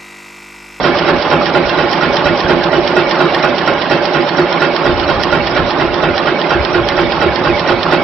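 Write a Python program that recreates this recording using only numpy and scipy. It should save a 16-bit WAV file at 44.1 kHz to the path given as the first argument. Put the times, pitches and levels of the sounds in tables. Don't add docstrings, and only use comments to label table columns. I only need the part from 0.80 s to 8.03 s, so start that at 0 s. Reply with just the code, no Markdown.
import sys
import numpy as np
from scipy import signal
from scipy.fft import rfft, irfft
from scipy.io import wavfile
from scipy.ndimage import uniform_filter1d

SR = 44100
rng = np.random.default_rng(int(sys.argv[2]) if len(sys.argv) > 2 else 0)


def int16_out(signal):
    q = np.round(np.clip(np.atleast_2d(signal).T, -1, 1) * 32767)
    wavfile.write(sys.argv[1], SR, q.astype(np.int16))


def magnitude_from_level(level_db):
    exponent = np.asarray(level_db, float) / 20
    return 10 ** exponent


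N = 318843
HZ = np.fft.rfftfreq(N, 1 / SR)
T = np.arange(N) / SR
TURN_S = .2360


def evened(x):
    return x / np.sqrt(np.mean(x ** 2) + 1e-20)


def read(points, hz):
    f, value = np.transpose(points)
    return np.interp(np.log(hz + 1), np.log(f + 1), value)


def shaped_noise(points):
    return evened(irfft(rfft(rng.standard_normal(N)) * magnitude_from_level(read(points, HZ)), N))


def wander(rate_hz):
    return evened(irfft(rfft(rng.standard_normal(N)) / (1 + (HZ / rate_hz) ** 2), N))


def add(mix, s, sound):
    at = round(s * SR)
    part = mix[max(at, 0):][:max(len(sound) + min(at, 0), 0)]
    part += sound[max(-at, 0):][:len(part)]


def resonate(x, hz, width):
    turn = np.exp(2j * np.pi * np.cumsum(hz * np.ones(N)) / SR)
    r = np.exp(-np.pi * width / SR)
    return 2 * (turn * signal.lfilter([1 - r], [1, -r], x / turn)).real


def ring(modes, detune, rise):
    t = np.arange(9000) / SR
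    tones = np.zeros(len(t))
    for (hz, db, t60), factor in zip(modes, detune):
        tones += magnitude_from_level(db - 60 * t / t60) * np.sin(2 * np.pi * hz * factor * t)
    return tones * (1 - np.exp(-t / rise))


def crank():
    first_turn_s = .0105
    starts = np.arange(first_turn_s - TURN_S, N / SR, TURN_S)
    return starts, (T - first_turn_s) % TURN_S


def near(s):
    # time [s], level [dB].
    effort = [(0, -16), (1.5, -16), (3, -16.5), (4.5, -17), (6, -17.5), (7.23, -16.5)]
    at, db = np.transpose(effort)
    return np.interp(s, at, db) - db.mean()


def strokes(starts, at, db, vary_db):
    # time [s], extra level [dB].
    odd = [(.42, -4), (.66, 2), (1.13, 2), (1.69, -3), (1.84, -4), (2.17, 3.5), (2.55, 2.5), (3.02, -5),
           (3.11, 2), (4.05, -1.5), (4.43, 2), (4.53, 1.5), (4.76, -1.5), (5.14, -2.5), (5.38, 2),
           (5.61, 2), (5.94, 2), (6.09, 3.5), (6.65, -1.5)]
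    slack_s = .0007
    late, hard = rng.standard_normal((len(starts), 2)).T
    odd_db = sum(extra_db * (abs(starts + at - s) < TURN_S / 10) for s, extra_db in odd)
    force_db = db + vary_db * np.clip(hard, -2, 2) + odd_db
    return np.transpose([starts + at + slack_s * late, force_db])


def wind(place):
    # time [s], level [dB].
    breeze = [(0, -35.5), (.4, -30.5), (1.2, -38), (1.5, -30.5), (2.0, -31), (2.5, -42.5), (2.8, -38),
              (3.7, -42), (4.0, -39), (4.12, -24.5), (4.9, -30), (5.4, -33.5), (5.66, -45.5), (5.76, -24),
              (6.1, -32), (6.5, -28), (6.9, -30), (7.23, -39.5)]
    # frequency [Hz], density [dB per Hz].
    gust = [(15, -22), (35, 1.5), (70, 4), (120, 3.5), (200, -17), (400, -41.5)]
    a, b = shaped_noise(gust), shaped_noise(gust)
    puff_at_s, puff_db = 0.093, 4.0
    pumped_db = puff_db * np.cos(2 * np.pi * (place - puff_at_s) / TURN_S)
    level = magnitude_from_level(np.interp(T, *np.transpose(breeze)) + pumped_db + 2.5 * wander(rate_hz=12))
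    return level * np.array([magnitude_from_level(1.5) * a, .5 * a + .8 * b])


def load(place):
    # time into the turn [s], length [s],
    # rattle gained or lost [dB], centre [Hz], spread [octaves].
    stroke_rows = [
        (0.008, 0.01, 2.5, 400, 1.3),
        (.045, .022, 6.5, 1200, 3.0),
        (.08, .028, 4.5, 900, 1.5),
        (.165, .02, 3, 4100, 0.88),
        (.18, .009, 7.5, 4500, 1.1),
        (.215, .022, 3.5, 2200, 1.3),
        (.182, 0.01, -4, 300, 1.2),
        (.145, 0.015, 2, 5500, .9),
    ]
    # Low, middle and high rattle between strokes [dB].
    idle_db = (-2.5, -4, -2.5)
    centres = (400, 1500, 4200)
    out = np.outer(idle_db, np.ones(N))
    for at, length, db, hz, spread in stroke_rows:
        off = (place - at + TURN_S / 2) % TURN_S - TURN_S / 2
        share = np.exp(-(np.log2(np.divide(centres, hz)) / spread) ** 2)
        out += db * np.outer(share, np.exp(-(off / length) ** 2))
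    return out


def rattle(place, load_db):
    # frequency [Hz], density [dB per Hz].
    spectrum = [(59, -43.5), (100, -37.5), (161, -12.5), (283, -9), (347, -5.5), (464, -7), (580, -4),
                (736, -6), (829, -9.5), (3190, -19), (5420, -31.5), (5900, -66.5), (7670, -67),
                (13000, -120)]
    # frequency [Hz], width [Hz], level [dB].
    castings = [(165, 36, -8), (254.4, 24, -14.5), (352.6, 28, -1.5), (570, 38, -7), (824, 39, -6.5),
                (1047, 56, -9.5), (1414, 27, -13.5), (2840, 29, -32), (4750, 160, -27), (5440, 80, -20.5)]
    repeats = (.8, .65, .35)
    force = magnitude_from_level(2.4 * np.minimum(rng.exponential(1, N), 5))
    ticks = force * (rng.random(N) < 4000 / SR) * rng.choice([-1, 1], N)
    fresh = evened(evened(ticks) + 1.2 * rng.standard_normal(N))
    teeth = rng.standard_normal(SR)[(place * SR).astype(int)]
    low = 1 / (1 + (HZ / 750) ** 4)
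    high = 1 - 1 / (1 + (HZ / 2800) ** 4)
    drive = np.zeros(N)
    for share, db, repeat in zip((low, 1 - low - high, high), load_db, repeats):
        source = repeat * teeth + np.sqrt(1 - repeat ** 2 + 1e-9) * fresh
        flutter_db = wander(rate_hz=29)
        drive += irfft(rfft(source * magnitude_from_level(db + flutter_db)) * share, N)
    broad = evened(irfft(rfft(drive) * magnitude_from_level(read(spectrum, HZ)), N))
    body = evened(sum(magnitude_from_level(db) * evened(resonate(drive, hz, width)) for hz, width, db in castings))
    return magnitude_from_level(-16) * (magnitude_from_level(-0.8) * broad + magnitude_from_level(-4.0) * body)


def loose(load_db):
    pings_per_s = 13
    out = np.zeros(N)
    odds = pings_per_s / SR * magnitude_from_level(1.5 * load_db)
    for hz in np.geomspace(1200, 5600, num=18):
        hits = (rng.random(N) < odds) * magnitude_from_level(3.8 * rng.standard_normal(N))
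        db = -6.5 * np.log2(hz / 1200)
        ping = ring([(hz, db, .07), (hz * 1.04, db - 3, .05)], [1, 1], .002)
        out += signal.oaconvolve(hits, ping[:4000])[:N]
    return magnitude_from_level(-25.5) * evened(out)


def whine(place, rows, width, upper, upper_db):
    at, hz, db = np.transpose(rows)
    pitch = np.interp(place, at, hz)
    rub = rng.standard_normal(N)
    tone = evened(resonate(rub, pitch, width))
    tone += magnitude_from_level(upper_db) * evened(resonate(rub, pitch * upper, width))
    return tone * magnitude_from_level(np.interp(place, at, db) + 2.0 * wander(rate_hz=5.2))


def feed_rollers(place):
    # time into the turn [s], whine [Hz], level [dB].
    rows = [(0, 934, -27.5), (0.029, 826, -49.5), (0.141, 637, -41), (0.159, 705, -24.5),
            (0.169, 768, -25.5), (0.183, 841, -22), (.2, 877, -23), (.222, 913, -34), (.236, 892, -22.5)]
    return whine(place, rows, width=45, upper=1.22, upper_db=-3.5)


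def slide_squeal(place):
    # time into the turn [s], squeal [Hz], level [dB].
    rows = [(0, 2320, -65.5), (0.08, 2180, -39.5), (0.094, 2252, -29), (.138, 2247, -27.5),
            (.155, 2197, -55), (.236, 2280, -60)]
    return whine(place, rows, width=16, upper=1.1, upper_db=-13)


def scrape(starts):
    level, t = np.zeros(N), np.arange(2600) / SR
    for s, db in strokes(starts, .1760, db=-27, vary_db=5.0):
        add(level, s - .045, magnitude_from_level(db) * np.sin(np.pi * t / t[-1]) ** 0.63)
    hiss = shaped_noise([(2000, -26.5), (3200, -5.5), (4200, -3.5), (5500, 2.5)])
    return level * hiss * magnitude_from_level(4.5 * wander(rate_hz=120))


def frame(starts):
    # time into the turn [s], mode [Hz], level [dB], t60 [s], rise [s].
    knocks = [(.008, 165, -16.5, 0.055, 0.017), (0.014, 353, -8.5, 0.052, 0.0029),
              (.040, 355, 0.5, 0.28, 0.005), (.060, 827, -5.5, 0.043, .003), (.064, 165, -2, 0.18, 0.006),
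              (0.063, 252, -5.5, 0.39, 0.019), (.080, 345.2, 2, 0.15, 0.0021),
              (.100, 579.4, -1, 0.14, 0.0038), (.100, 831, -12, 0.034, 0.0023),
              (.115, 165, -17, 0.086, .008), (.130, 355, -17.5, 0.11, 0.0036),
              (.135, 583, -5.5, 0.17, 0.0021), (.190, 584, -9, 0.083, 0.0056),
              (0.189, 168, -2.5, 0.084, 0.011), (0.211, 360, -10.5, 0.14, .006)]
    bed_hz, bed_db_per_s = 300, -.5
    out = np.zeros(N)
    for start, force_db in strokes(starts, 0, -11.5 + 1.5 * near(starts), vary_db=0.8):
        chance = rng.standard_normal((len(knocks), 2))
        for (at, hz, db, t60, rise), (late, vary) in zip(knocks, chance):
            knock_db = db + force_db + 1.2 * vary + bed_db_per_s * start * (hz < bed_hz)
            add(out, start + at + 0.00056 * late, ring([(hz, knock_db, t60)], [1], rise))
    return out


def blows(rows, modes, lead, crack_db, crack_s, rise=0.00046):
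    out, t = np.zeros(N), np.arange(9000) / SR
    for s, db in rows:
        chance = rng.standard_normal((2, len(modes)))
        struck = np.array(modes) + np.outer(1.5 * chance[0], [0, 1, 0])
        crack = magnitude_from_level(crack_db) * rng.standard_normal(len(t)) * np.exp(-t / crack_s)
        add(out, s + lead, magnitude_from_level(db) * (ring(struck, 1 + .008 * chance[1], rise) + crack))
    return out


def grip(starts):
    # mode [Hz], level [dB], t60 [s].
    modes = [(5490, 5.6, 0.063), (3930, 7, 0.05)]
    return blows([(s + .020, -27) for s in starts[1:]], modes, 0, -4.0, 0.0037)


def cutter(starts):
    # mode [Hz], level [dB], t60 [s].
    modes = [(1830, -10, 0.08), (3237, 7, 0.0056), (4174, -2, 0.01), (5120, -6, 0.0067), (5230, -13, 0.013)]
    cuts = strokes(starts, .1760, -8 + 0.23 * starts, vary_db=1.0)
    return blows(cuts, modes, 0.00028, -0.93, 0.0018)


def punch(starts):
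    # mode [Hz], level [dB], t60 [s].
    punch_modes = [(608, 5.5, .05), (680, 0, 0.012), (799, -6.5, 0.092), (1912, -3, 0.079),
                   (2627, -10.5, 0.3), (3130, -14.5, 0.32), (3880, -17, 0.39), (4770, -19, 0.12)]
    # mode [Hz], level [dB], t60 [s].
    housing_modes = [(1429, 8.5, 0.077), (1367, 2, 0.06)]
    punches = strokes(starts, .0318, -12 + 1.2 * near(starts), vary_db=1)
    housing = blows(punches, housing_modes, 0, -39.5, .004, rise=0.0055)
    return blows(punches, punch_modes, -.0003, -6.5, 0.011) + housing


def ports(x, direct):
    # frequency [Hz], left-right likeness [0 to 1].
    likeness = [(60, 0.27), (130, 0.88), (270, 0.74), (580, 0.92), (1230, 0.54), (2630, 0.49), (5590, 0.14)]
    # frequency [Hz], left over right [dB].
    balance = [(60, 4.5), (110, 3.5), (220, -6), (420, -4.5), (800, -4), (1530, -6.5), (2920, -4.5),
               (5590, -9.5)]
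    z = signal.stft(x, nperseg=384)[2]
    z = z * np.exp(2j * np.pi * rng.random(z.shape))
    scattered = evened(signal.istft(z, nperseg=384)[1][:N]) * x.std()
    same = np.clip(read(likeness, HZ), 0, 1) ** .6
    spectrum, straight = rfft(x), rfft(direct)
    left = spectrum * same
    left += np.sqrt(1 - same ** 2) * rfft(scattered) / (1 + (170 / (HZ + 1)) ** 4)
    tilt = magnitude_from_level(read(balance, HZ) / 2)
    return irfft(np.array([(left + magnitude_from_level(-4.5) * straight) * tilt, (spectrum + straight) / tilt]), N)


def scene():
    starts, place = crank()
    load_db = load(place)
    steady = rattle(place, load_db) + feed_rollers(place) + slide_squeal(place) + grip(starts)
    machine = steady * magnitude_from_level(near(T)) + loose(load_db[1]) + scrape(starts) + frame(starts)
    return ports(machine, cutter(starts) + punch(starts)) + wind(place)


def starved(x):
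    # frequency [Hz], step [dB].
    coarse = [(100, -28), (1000, -20), (2500, -17.5), (4000, -16.5), (5200, -17), (5800, -24), (6300, -40)]
    hop, bins = 1024, np.arange(304) + .5
    n = np.arange(2 * hop) + .5
    window = np.sin(np.pi * n / hop / 2)[:, None]
    basis = window * np.cos(np.pi / hop * np.outer(n + hop / 2, bins)) * np.sqrt(2 / hop)
    blocks = np.pad(x, ((0, 0), (hop, 2 * hop - N % hop))).reshape(2, -1, hop)
    lines = np.concatenate([blocks[:, :-1], blocks[:, 1:]], axis=2) @ basis
    count = lines.shape[1]
    frames_db = 5.1 * uniform_filter1d(rng.uniform(-1.3, 1.6, (count, 2)).T, size=2)[..., None]
    bands_db = 3.3 * np.repeat(rng.standard_normal((count, 2, 19)), 16, axis=2).transpose(1, 0, 2)
    step = magnitude_from_level(read(coarse, bins * SR / hop / 2) + frames_db + bands_db)
    frames = (np.sign(lines) * np.floor(abs(lines) / step + 0.31) * step) @ basis.T
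    return (frames[:, :-1, hop:] + frames[:, 1:, :hop]).reshape(2, -1)[:, :N]


def low_pass(x):
    return signal.sosfilt(signal.butter(12, 15900, fs=SR, output="sos"), x)


def record(dry):
    squeezed = 1.612 * np.tanh(dry / 1.616)
    band = signal.firwin(141, 5668, window=("kaiser", 7), fs=SR)
    thin = starved(signal.oaconvolve(squeezed, band[None], "same", axes=1))
    return low_pass(np.clip(thin, -.99, .99))


dry = scene()
out = record(dry)
int16_out(out)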